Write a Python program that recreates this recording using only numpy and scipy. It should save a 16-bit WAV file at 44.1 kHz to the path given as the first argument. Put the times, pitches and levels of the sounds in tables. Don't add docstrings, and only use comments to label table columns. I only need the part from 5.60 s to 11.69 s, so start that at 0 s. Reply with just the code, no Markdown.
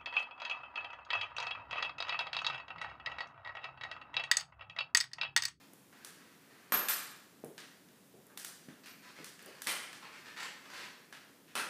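import sys
import numpy as np
from scipy import signal
from scipy.fft import rfft, irfft, next_fast_len
from scipy.io import wavfile
from scipy.ndimage import map_coordinates

SR = 44100
rng = np.random.default_rng(int(sys.argv[2]) if len(sys.argv) > 2 else 0)


def master_out(mix):
    frames = np.transpose(np.atleast_2d(mix))
    ceiling = np.clip(frames, -1, 1)
    pcm = np.round(ceiling * 32767).astype(np.int16)
    wavfile.write(sys.argv[1], SR, pcm)


N = 268569
T = np.arange(int(.8 * SR)) / SR
HZ = np.fft.rfftfreq(2 ** 14, 1 / SR)


def amp(db):
    return 10 ** (np.asarray(db) / 20)


def unit_rms(x):
    return x / np.sqrt(np.mean(x ** 2) + 1e-20)


def unit_energy(x):
    return x / (np.linalg.norm(x) + 1e-20)


def curve(points, hz=HZ):
    point_hz, values = np.transpose(points)
    return np.interp(np.log(hz + 1), np.log(point_hz + 1), values)


def resonances(modes):
    return sum(db / (1 + (2 * (HZ - hz) / width) ** 2) for hz, width, db in modes)


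def coloured(x, db):
    cepstrum = irfft(np.log(np.maximum(amp(db), 1e-6)))
    half = len(cepstrum) // 2
    cepstrum[1:half] *= 2
    cepstrum[half + 1:] = 0
    impulse = irfft(np.exp(rfft(cepstrum)))[:half]
    return signal.fftconvolve(x, impulse)[:len(x)]


def add(track, start_s, x):
    part = track[max(round(start_s * SR), 0):][:len(x)]
    part += x[:len(part)]


# (frequency [Hz], t60 [s])
HALL_DECAY = [(150, 0.37), (500, 0.94), (1500, 0.77), (4500, 0.75), (9000, 0.6), (15000, 0.39)]

def hallway(build_s=0.0033, hold_s=0.022, wall_s=.0245, wall_db=-14, slaps_db=-9):
    hz, t, noise = signal.stft(rng.standard_normal(len(T)), SR, nperseg=256)
    fade = amp(-60 * np.maximum(t - hold_s, 0) / curve(HALL_DECAY, hz)[:, None])
    tail = signal.istft(noise * fade, SR, nperseg=256)[1][:len(T)]
    tail *= 1 - np.exp(-T / build_s)
    slaps = np.zeros(len(T))
    for delay_s in rng.uniform(.004, .06, size=14):
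        add(slaps, delay_s, rng.standard_normal(size=24))
    answer = unit_energy(tail) + amp(slaps_db) * unit_energy(slaps)
    add(answer, wall_s, amp(wall_db) * unit_energy(rng.standard_normal(size=48)))
    return unit_energy(answer)


def contact(direct_db, t60):
    burst = rng.standard_normal(len(T)) * amp(-60 * T / t60) * (1 - np.exp(-T / 0.00079))
    return amp(direct_db) * unit_energy(burst) + hallway()


# (frequency [Hz], relative level [dB])
AIR_COLOUR = [(30, -19), (100, -7.5), (180, 0), (270, -3), (400, -6), (750, -14), (1500, -16.5),
              (4500, -22), (13000, -22), (15500, -25.5)]

def room_tone(air_db=-62.5, hum_hz=275.8, hum_db=-75):
    t = np.arange(N) / SR
    air = coloured(rng.standard_normal(N), curve(AIR_COLOUR))
    drift = map_coordinates(rng.standard_normal(size=64), [t * 5], mode="mirror")
    hum = np.sin(2 * np.pi * hum_hz * t + 0.84 * drift)
    return amp(air_db) * unit_rms(air) + amp(hum_db) * unit_rms(hum)


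# (frequency [Hz], relative level [dB])
RUB_COLOUR = [(120, -49), (200, -9.5), (358, -5.5), (399, -13), (446, -4), (690, -4.5), (1010, 1.5),
              (2130, -0.5), (3750, -4.5), (4580, -4.5), (11000, -20), (12500, -25), (15500, -28)]
# (frequency [Hz], width [Hz], lift [dB])
STRAP_MODES = [(1760, 740, 4.5), (2630, 340, 3), (4370, 420, 1.5), (12180, 170, 8), (12700, 180, 10)]
# (time [s], length [s], level [dB], treble lift [dB])
RUBS = [(0.0, 0.025, -58.5, 0.5), (.331, 0.42, -64, 0), (0.795, 0.35, -64.5, -1.5),
        (2.669, 0.057, -63.5, -29), (3.234, 0.037, -53, 7), (3.419, 0.089, -55, 3),
        (3.553, 0.073, -53.5, 3), (3.797, 0.203, -58, 2), (4.414, 0.057, -49.5, -2.5),
        (4.514, 0.087, -53, 0), (4.643, 0.056, -49.5, 1), (4.762, 0.041, -42, -2), (4.796, 0.047, -41, 5.5),
        (5.035, 0.037, -53, 0), (5.095, 0.16, -47, 3), (5.864, 0.066, -61.5, 3)]

def strap_rubs(grain_db=5, catch_db=3, direct_db=-6, attack_s=0.0046, release_s=0.013):
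    out = np.zeros(N)
    colour = curve(RUB_COLOUR) + resonances(STRAP_MODES)
    for start_s, length_s, db, treble_db in RUBS:
        grains = np.repeat(rng.standard_normal(len(T)), 40)[:len(T)]
        catches = map_coordinates(rng.standard_normal(size=200), [T * 90], mode="mirror")
        slips = rng.standard_normal(len(T)) * amp(grain_db * grains + catch_db * catches)
        pressure = np.clip(np.minimum(T / attack_s, (length_s - T) / release_s), 0, 1)
        room = hallway()
        room[0] += amp(direct_db)
        treble = curve([(1500, 0), (6000, treble_db)])
        stroke = coloured(signal.fftconvolve(pressure * slips, room), colour + treble)
        add(out, start_s, amp(db) * np.sqrt(length_s * SR) * unit_energy(stroke))
    return out


# (frequency [Hz], level [dB])
TICK_COLOUR = [(50, -20), (400, 4), (1600, -6), (4700, -16), (9500, -1), (15000, -7)]
# (time [s], level [dB])
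TICKS = [(.134, -23.5), (1.845, -18), (2.667, -26.5), (3.825, -23), (3.86, -20)]

def buckle_ticks(level_db=-1, direct_db=3):
    out = np.zeros(N)
    for start_s, db in TICKS:
        tick = unit_energy(contact(direct_db, t60=0.011))
        add(out, start_s, amp(db) * coloured(tick, curve(TICK_COLOUR)))
    return amp(level_db) * out


# (frequency [Hz], level [dB])
CLICK_COLOUR = [(50, -39), (170, -7), (400, -8.5), (900, -6.5), (1600, 0), (4700, -1), (9500, 1),
                (15000, -1.5)]
# (frequency [Hz], width [Hz], lift [dB])
TUBE_MODES = [(1690, 520, 4), (2320, 490, -3.5), (3450, 240, 0), (4750, 120, 4), (5950, 190, 4.5),
              (6700, 960, -1), (8600, 260, 3), (10700, 450, 3.5)]
# (time [s], level [dB], treble reach [Hz])
CLICKS = [(.327, -12.5, 1700), (0.4471, -13.5, 10300), (1.979, -7.5, 4160), (2.286, -27, 4400),
          (2.774, -9, 11900), (2.847, -9, 14000), (3.087, -14.5, 2580), (3.644, -11.5, 8250),
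          (3.792, -13, 3370), (4.0192, -10.5, 14900), (4.065, -1, 1900), (4.329, -10.5, 4500),
          (5.526, -7, 2950)]

def crutch_clicks(level_db=-1, direct_db=-2, hard_hz=10000, blunt_db_per_octave=2.0, rolloff=3.8):
    out = np.zeros(N)
    colour = curve(CLICK_COLOUR) + resonances(TUBE_MODES)
    for start_s, db, reach_hz in CLICKS:
        blunt_db = blunt_db_per_octave * np.log2(hard_hz / reach_hz)
        snap = unit_energy(contact(direct_db - blunt_db, t60=0.013))
        treble_loss_db = 10 * np.log10(1 + (HZ / reach_hz) ** rolloff)
        add(out, start_s, amp(db) * coloured(snap, colour - treble_loss_db))
    return amp(level_db) * out


# (frequency [Hz], level [dB])
SHOE_COLOUR = [(40, -20), (90, -17.5), (170, 0.5), (400, 0.5)]
# (frequency [Hz], level [dB])
STEEL_COLOUR = [(1600, -2), (4700, -8.5), (9500, -11), (15000, -23)]
# (frequency [Hz], width [Hz], lift [dB])
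UPRIGHT_MODES = [(665, 91, -2.5), (1200, 41, 1), (1350, 70, 4), (1540, 33, 1), (2396, 31, 8), (2577, 18, 2),
                 (4240, 39, 6.5), (7200, 2200, -4), (10100, 92, 9)]
# (frequency [Hz], level [dB], t60 [s])
LOCK_MODES = [(11580, -16, .05), (12095, 0, .13), (12625, 0, .1), (14355, 0, .06)]
# (time [s], steel level [dB], shoe level [dB], tilt [dB/octave],
# clack [Hz], low ping [Hz], high ping [Hz], lock level [dB], lock centre [Hz])
CLANKS = [(1.1213, 8, 5, 0.2, 1180, 1694, 6750, 4.5, 12680),
          (1.285, 4.5, -12, 3.5, 1720, 1210, 7500, 0.5, 11900),
          (3.259, -10, -46, -1.2, 2400, 4550, 5800, -27.5, 11900),
          (4.07, 7, -3, 1.55, 2070, 3090, 8450, -18, 12000),
          (5.9531, 5, -1.5, 0.5, 1340, 2610, 9500, -31, 12200),
          (5.9761, 3.5, -8, -1.9, 1400, 2600, 9100, -30, 12400)]

def brace_clanks(ring_db=-1, spread_hz=480, clack_db=6, ping_db=7, direct_db=-7.5):
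    out = np.zeros(N)
    pivot_hz = STEEL_COLOUR[0][0]
    for start_s, steel_db, shoe_db, tilt, clack_hz, low_hz, high_hz, lock_db, lock_hz in CLANKS:
        hit = contact(direct_db, t60=0.012)
        shoe = [(hz, db + shoe_db) for hz, db in SHOE_COLOUR]
        steel = [(hz, db + steel_db + tilt * np.log2(hz / pivot_hz)) for hz, db in STEEL_COLOUR]
        struck_modes = [(clack_hz, 380, clack_db), (low_hz, 200, ping_db), (high_hz, 340, ping_db)]
        colour = curve(shoe + steel) + resonances(UPRIGHT_MODES) + resonances(struck_modes)
        add(out, start_s, coloured(hit, colour))
        for hz, db, t60 in LOCK_MODES:
            mode = np.sin(2 * np.pi * hz * T) * amp(-60 * T / t60)
            ring = unit_energy(signal.fftconvolve(hit, mode)[:len(T)])
            share = 1 / (1 + ((hz - lock_hz) / spread_hz) ** 2)
            add(out, start_s, share * amp(ring_db + lock_db + db) * ring)
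    return out


# (frequency [Hz], width [Hz], lift [dB])
BOARD_MODES = [(152, 74, 3.5), (235, 130, 4.5), (444, 150, 2), (585, 29, -2.5)]
# (time [s], boom level [dB], knock level [dB])
THUDS = [(1.839, -4.5, 3), (2.54, -12.5, -9.5), (3.085, -4, -12.5), (3.589, -10.5, -7), (3.863, -14, -4)]

def tip_thuds(level_db=-1, settle_s=0.82, push_db=3.5):
    out = np.zeros(N)
    for start_s, boom_db, knock_db in THUDS:
        push = unit_energy(hallway() * amp(-60 * T / settle_s))
        push[0] += amp(push_db + boom_db)
        boom = [(40, boom_db - 19), (90, boom_db - 8), (160, boom_db), (260, boom_db - 1)]
        knock = [(400, knock_db), (620, knock_db - 3), (950, knock_db - 19), (3000, knock_db - 38)]
        colour = curve(boom + knock + [(9000, -57)]) + resonances(BOARD_MODES)
        add(out, start_s, coloured(push, colour))
    return amp(level_db) * out


def scene():
    walker = brace_clanks() + crutch_clicks() + buckle_ticks() + tip_thuds() + strap_rubs()
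    return (walker + room_tone())[None]


def record(dry, low_cut_hz=125, top_hz=15500):
    low_cut = signal.butter(2, low_cut_hz, "highpass", fs=SR, output="sos")
    thin = signal.sosfilt(low_cut, dry)
    size = next_fast_len(N + SR // 2)
    in_band = np.fft.rfftfreq(size, 1 / SR) < top_hz
    return irfft(rfft(thin, size) * in_band, size)[..., :N]


dry = scene()
out = record(dry)
master_out(out)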